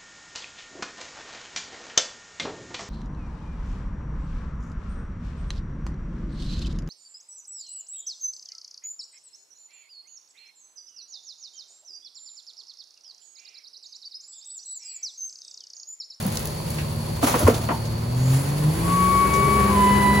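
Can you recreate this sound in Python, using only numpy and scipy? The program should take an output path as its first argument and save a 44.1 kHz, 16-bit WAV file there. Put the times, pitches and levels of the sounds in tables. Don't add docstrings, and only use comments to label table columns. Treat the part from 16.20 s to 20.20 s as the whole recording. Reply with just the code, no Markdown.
import sys
import numpy as np
from scipy import signal
from scipy.fft import rfft, irfft, next_fast_len
from scipy.io import wavfile

SR = 44100
rng = np.random.default_rng(int(sys.argv[2]) if len(sys.argv) > 2 else 0)


def persist_wave(psi):
    counts = np.round(np.clip(psi, -1, 1) * 32767).astype(np.int16)
    wavfile.write(sys.argv[1], SR, np.atleast_2d(counts).T)


N = 176400
T = np.arange(N) / SR


def from_db(db):
    return 10 ** (np.asarray(db) / 20)


def unit_rms(x):
    return x / np.sqrt(np.mean(x ** 2) + 1e-20)


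def automation(rows):
    times, *columns = np.transpose(rows)
    return [np.interp(T, times, column) for column in columns]


def at_hz(points, hz):
    freqs, values = np.transpose(points)
    return np.interp(np.log(hz), np.log(freqs), values)


def drift(rate_hz):
    hop, settle = 40, 2000
    pole = np.exp(-2 * np.pi * rate_hz * hop / SR)
    noise = rng.standard_normal(N // hop + settle + 2)
    slow = signal.lfilter([1], [1, -2 * pole, pole * pole], noise)[settle:]
    return np.interp(np.arange(N) / hop, np.arange(len(slow)), unit_rms(slow))


def resonate(x, hz, width_hz):
    r = np.exp(-np.pi * width_hz / SR)
    feedback = [1, -2 * r * np.cos(2 * np.pi * hz / SR), r * r]
    return signal.lfilter(np.array([1, 0, -1]) * (1 - r * r) / 2, feedback, x)


def white():
    return rng.standard_normal((2, N))


def spread(pair, hz):
    # freq_hz, correlation
    likeness = [(25, .5), (42, .8), (65, 0.9), (130, 0.8), (260, 0.96), (500, 0.067), (1000, 0.067),
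                (2000, 0.083), (4000, 0.51), (5500, 0.32), (7000, 0.89), (8500, 1), (11000, 1),
                (15000, 0.94)]
    alike = np.clip(at_hz(likeness, hz), -1, 1)
    return np.sqrt(1 + alike) * pair[0] + np.sqrt(1 - alike) * pair[1] * [[1], [-1]]


def colour(eq, source=white):
    out, draws = 0, [source(), source()]
    edges_hz = np.r_[np.geomspace(22, 5000, 19), np.geomspace(5000, 16500, 8)[1:]]
    for k, (low, high) in enumerate(zip(edges_hz, edges_hz[1:])):
        if high > eq[0][0] and low < eq[-1][0]:
            hz = np.sqrt(low * high)
            bandpass = signal.butter(2, [low, high], "band", fs=SR, output="sos")
            band = signal.sosfilt(bandpass, draws[k % 2])
            out = out + from_db(at_hz(eq, hz)) * spread(band, hz)
    return unit_rms(out)


def strike(start_s, attack_s, decay_s):
    age = T - start_s
    return np.clip(age / attack_s, 0, 1) ** 2 * np.exp(-np.clip((age - attack_s) / decay_s, 0, 40))


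def tone(cycles):
    return np.sqrt(2) * np.sin(2 * np.pi * cycles)


def engine_speed():
    # time_s, firing_rate_hz
    revs = [(0, 37), (1.79, 38), (2.0, 42.1), (2.12, 43.9), (2.46, 50.5), (2.77, 59.4), (3.0, 63.3),
            (3.25, 70.8), (3.48, 66.8), (4, 68)]
    idle_hz, full_hz = 37.5, 66.7
    hz, = automation(revs)
    firings = np.cumsum(hz * (1 + 0.0022 * drift(10.2))) / SR
    return firings, (hz - idle_hz) / (full_hz - idle_hz)


def engine_noise(firings, effort):
    # freq_hz, gain_db
    rumble_eq = [(25, -48), (40, -15), (62, 1.5), (80, 5), (105, 1), (160, 3), (220, -7), (320, -15.5),
                 (500, -6)]
    # freq_hz, gain_db
    clatter_eq = [(150, -24), (330, 7.5), (430, -0.5), (560, -20.5), (800, 6.5), (1100, -2), (1500, -17.5),
                  (2400, -16.5), (4000, -24), (8000, -29), (16000, -53)]
    knock = unit_rms(1 + 0.17 * np.cos(2 * np.pi * firings) + 0.12 * np.cos(2 * np.pi * firings / 3))
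    rumble = from_db(-33 + 7 * effort) * colour(rumble_eq)
    clatter = from_db(-40.5 + 5 * effort) * knock * colour(clatter_eq)
    whistle = from_db(-45) * unit_rms(resonate(white(), hz=4456, width_hz=150))
    return rumble + clatter + whistle


def exhaust(firings, effort):
    # firing_multiple, idle_db, full_speed_db
    orders = [(1, -51, -32.5), (1.5, -48, -65), (2, -44, -32.5), (2.5, -43.5, -46), (4, -36.5, -51.5),
              (4.5, -45, -47.5), (5, -51.5, -51), (5.67, -71, -37.5), (6, -41, -38.5), (9, -50, -65)]
    out = 0
    for multiple, idle_db, full_db in orders:
        locked = np.round(multiple * 6) / 6
        level = from_db(idle_db + effort * (full_db - idle_db))
        flutter = 1 + 0.3 * drift(3.4)
        out = out + level * flutter * tone(locked * firings + rng.random())
    return out


def creases(per_s=5000):
    sizes = from_db(np.minimum(rng.exponential(1, (2, N)), 4.5))
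    clicks = rng.random((2, N)) < per_s / SR
    return clicks * sizes * rng.choice([-1, 1], (2, N))


def plastic_bag():
    # time_s, level_db
    rustle = [(0, -37), (.17, -36), (.32, -41), (.52, -38), (.75, -44), (1.015, -41), (1.035, -24),
              (1.085, -23.5), (1.165, -30.5), (1.2, -28.5), (1.24, -32.5), (1.28, -29), (1.32, -32),
              (1.5, -40.5), (1.9, -44), (2.14, -34), (2.32, -38.5), (2.7, -42.5), (4, -53)]
    # freq_hz, gain_db
    rustle_eq = [(500, 11), (1200, 2), (2500, 0), (5000, -3.5), (7500, -1.5), (10500, -1.5), (13000, -6),
                 (16000, -4)]
    # start_s, level_db, centre_hz, decay_s
    snaps = [(0.025, -28, 10700, 0.0026), (0.065, -22, 14100, 0.0022), (0.123, -30, 10000, .002),
             (0.155, -25.5, 9200, 0.0041), (0.171, -19, 5100, 0.0025), (0.194, -25, 11000, 0.0017),
             (0.255, -17, 12100, 0.00072), (0.272, -25, 8000, .002), (.502, -28, 11100, 0.0058),
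             (0.584, -32.5, 2000, 0.03), (1.19, -23.5, 10000, 0.019), (1.276, -22, 10000, 0.0045),
             (1.342, -31.5, 3940, 0.017), (1.653, -39, 4910, 0.013), (3.136, -28.5, 6600, 0.019)]
    out = from_db(automation(rustle)[0] + 1.64 * drift(41)) * colour(rustle_eq, creases)
    for start_s, level_db, hz, decay_s in snaps:
        band = unit_rms(spread(resonate(white(), hz, width_hz=0.58 * hz), hz))
        out = out + from_db(level_db) * band * strike(start_s, 0.0008, decay_s)
    return out


def hopper_hits():
    # pitch_hz, width_hz, gain_db
    modes = [(240, 70, 13.5), (440, 71.4, 0), (685, 58, 4), (950, 80, -4), (1146, 120, -4.5),
             (1370, 120, -7), (2010, 580, -15.5), (2730, 1000, -23)]
    # start_s, thud_db, pitch_hz, attack_s, decay_s, clatter_db, clatter_hz, clatter_decay_s
    hits = [(0.049, -16.5, 197, 0.01, .02, -32, 1000, .02),
            (1.027, -11, 287, 0.015, 0.007, -18, 885, 0.025),
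            (1.07, -31, 670, 0.0071, 0.0076, -20, 990, 0.041),
            (1.141, -19.5, 473, 0.024, 0.018, -17, 1280, 0.021),
            (1.19, -23.5, 612, 0.027, .02, -27.5, 990, 0.062),
            (1.225, -8.5, 86, 0.031, 0.016, -22.5, 395, .03),
            (1.267, -14.5, 1093, 0.0028, 0.013, -22.5, 1200, 0.024),
            (1.273, -8.5, 558, 0.011, 0.0043, -19.5, 1490, 0.013),
            (1.279, -2, 422, 0.008, 0.0036, -22.5, 503, 0.011),
            (1.29, -25, 464, 0.0063, 0.022, -31.5, 343, .1),
            (1.3, -19.5, 223.5, 0.0061, 0.046, -31, 720, 0.12),
            (1.4877, -29.5, 1053, 0.0015, 0.036, -19.5, 1440, 0.019),
            (1.506, -21.5, 902, 0.0092, 0.028, -23, 780, 0.017),
            (2.679, -25, 276.8, 0.018, 0.019, -30, 1690, 0.026)]
    walls = 0
    for hz, width_hz, gain_db in modes:
        ring = resonate(resonate(white(), hz, width_hz), hz, 2 * hz)
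        walls = walls + from_db(gain_db) * spread(ring, hz)
    clock = np.cumsum(1 + 0.066 * drift(180)) / SR
    out = 0
    for start_s, thud_db, hz, attack_s, decay_s, clatter_db, clatter_hz, clatter_decay_s in hits:
        age = clock - np.interp(start_s, T, clock)
        thud = from_db(thud_db) * strike(start_s, attack_s, decay_s) * np.sin(2 * np.pi * hz * age)
        steel = unit_rms(resonate(walls, clatter_hz, width_hz=clatter_hz))
        clatter = from_db(clatter_db) * strike(start_s, 0.00096, clatter_decay_s) * steel
        out = out + thud + clatter
    return out


def with_echoes(x):
    # delay_s, gain_db
    taps = [(0.012, -19.5), (0.02, -14.5), (.031, -38), (0.049, -26)]
    out = x
    for delay_s, gain_db in taps:
        crossed = np.array([np.interp(T - delay_s, T, side, left=0) for side in x[::-1]])
        out = out + from_db(gain_db) * crossed
    return out


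def pump(firings):
    # time_s, level_db
    drone = [(0, -41), (1.17, -32), (1.5, -31.5), (1.85, -28.5), (1.98, -22), (2.15, -16), (2.24, -29),
             (2.285, -24.5), (2.35, -27), (2.49, -17.5), (2.55, -29), (2.8, -24), (3.1, -33), (3.3, -29.5),
             (3.5, -22.5), (4, -22.5)]
    cycles = 3 * firings
    level = from_db(automation(drone)[0] + 1.02 * drift(39))
    return level * (tone(cycles) + from_db(-25.5) * tone(2 * cycles))


def oil():
    # time_s, level_db
    rush_level = [(0, -52), (1.9, -45), (2.5, -38.5), (2.85, -33.5), (3.25, -29), (3.55, -28.5), (3.8, -28),
                  (4, -27.5)]
    # freq_hz, gain_db
    rush_eq = [(250, 2), (400, 8), (560, -4), (850, 7.5), (1400, -3), (2000, 0), (3000, -17.5), (4400, -17),
               (6000, -29), (16000, -39)]
    # time_s, level_db
    hiss_level = [(0, -44.5), (.85, -44.5), (1.4, -48), (1.85, -50), (2.45, -40.5), (2.75, -33), (4, -33.5)]
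    # freq_hz, gain_db
    hiss_eq = [(1500, 5.5), (3500, 2.5), (5500, -3), (7300, 1), (8700, 13), (10200, -9.5), (11200, 17.5),
               (13000, -11.5), (16000, 1)]
    rush = from_db(automation(rush_level)[0] + 0.82 * drift(17)) * colour(rush_eq)
    hiss = from_db(automation(hiss_level)[0] + 0.84 * drift(25)) * colour(hiss_eq)
    return rush + hiss


def load_sweeps():
    # start_s, length_s, from_hz, to_hz, level_db
    sweeps = [(1.94, .33, 6700, 7600, -41), (2.05, .25, 9500, 10100, -39)]
    out, half_width_hz = 0, 500
    for start_s, length_s, from_hz, to_hz, level_db in sweeps:
        progress = np.clip((T - start_s) / length_s, 0, 1)
        angle = 2 * np.pi * np.cumsum(from_hz + progress * (to_hz - from_hz)) / SR
        band = drift(half_width_hz) * np.cos(angle) + drift(half_width_hz) * np.sin(angle)
        out = out + from_db(level_db) * np.sin(np.pi * progress) * band
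    return out


def valve(whine, swell, overtones, left_lag_rad):
    hz, level_db, pan_db = automation(whine)
    cycles = np.cumsum(hz * (1 + 0.00055 * drift(40))) / SR
    sides = from_db(np.array([pan_db, -pan_db]) / 2)
    stereo_phase = np.array([[-1], [1]]) * left_lag_rad / (4 * np.pi)
    note = from_db(level_db) * sides / sides.mean(0) * tone(cycles + stereo_phase)
    swell_db, = automation(swell)
    age = np.maximum(T - whine[0][0], 0)
    for harmonic, offset_db, db_per_s in overtones:
        flutter_db = 1.2 * np.array([drift(5.86), drift(10)])
        level = from_db(swell_db + offset_db + db_per_s * age + flutter_db)
        note = note + level * tone(harmonic * cycles + stereo_phase)
    return note * (1 + 0.054 * drift(40))


def first_valve():
    # time_s, pitch_hz, level_db, left_minus_right_db
    whine = [(2.55, 1124, -85, 3), (2.63, 1115, -40.5, 25.5), (2.724, 1121, -22, 2), (2.8, 1125, -20, 7),
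             (3.05, 1121, -18.5, 7), (3.1, 1123, -29.5, 13), (3.14, 1125, -21.5, 12),
             (3.42, 1130, -21.5, 10), (3.52, 1127, -26, 8), (3.58, 1114, -43, 3), (3.66, 1128, -97, 3)]
    # time_s, level_db
    swell = [(2.62, -95), (2.7, -49), (2.8, -40.5), (3.14, -32.5), (3.35, -33.5), (3.47, -38), (3.56, -44),
             (3.62, -90)]
    # harmonic, offset_db, slope_db_per_s
    overtones = [(2, 0, 0.5), (3, -27, -9), (4, -17, -7)]
    return valve(whine, swell, overtones, left_lag_rad=0.74)


def second_valve():
    # time_s, pitch_hz, level_db, left_minus_right_db
    whine = [(3.44, 1015, -90, 3), (3.5, 1015, -29, 9), (3.58, 1007, -20, -2), (3.65, 999, -16, -3),
             (3.71, 998, -19.5, 0), (3.76, 995.7, -25, 22), (3.86, 992.5, -19.5, -9),
             (3.92, 992, -19.5, -1), (3.96, 991, -28, 6), (4, 985, -22, -3)]
    # time_s, level_db
    swell = [(3.5, -90), (3.56, -41), (3.66, -35), (3.76, -29.5), (3.91, -28.5), (4, -26.5)]
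    # harmonic, offset_db, slope_db_per_s
    overtones = [(2, -0.5, 3), (3, 2.5, -39.5), (4, -21.5, 14)]
    return valve(whine, swell, overtones, left_lag_rad=0.92)


def scene():
    firings, effort = engine_speed()
    diesel = engine_noise(firings, effort) + exhaust(firings, effort)
    bag = with_echoes(plastic_bag() + hopper_hits())
    packer = pump(firings) + oil() + load_sweeps() + first_valve() + second_valve()
    return diesel + bag + packer


def record(dry):
    lag_s, lag_above_hz, ceiling, cutoff_hz = 0.000209, 6120, 0.93, 15900
    size = next_fast_len(N + SR // 10)
    hz = np.arange(size // 2 + 1) * SR / size
    treble_delay = np.exp(-2j * np.pi * lag_s * np.maximum(hz - lag_above_hz, 0))
    left = irfft(rfft(dry[0], size) * treble_delay, size)[:N]
    pair = np.array([left, dry[1]])
    rounded = pair / (1 + (pair / ceiling) ** 6) ** (1 / 6)
    lowpass = signal.ellip(12, 0.1, 80, cutoff_hz, fs=SR, output="sos")
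    return signal.sosfilt(lowpass, rounded)


dry = scene()
out = record(dry)
persist_wave(out)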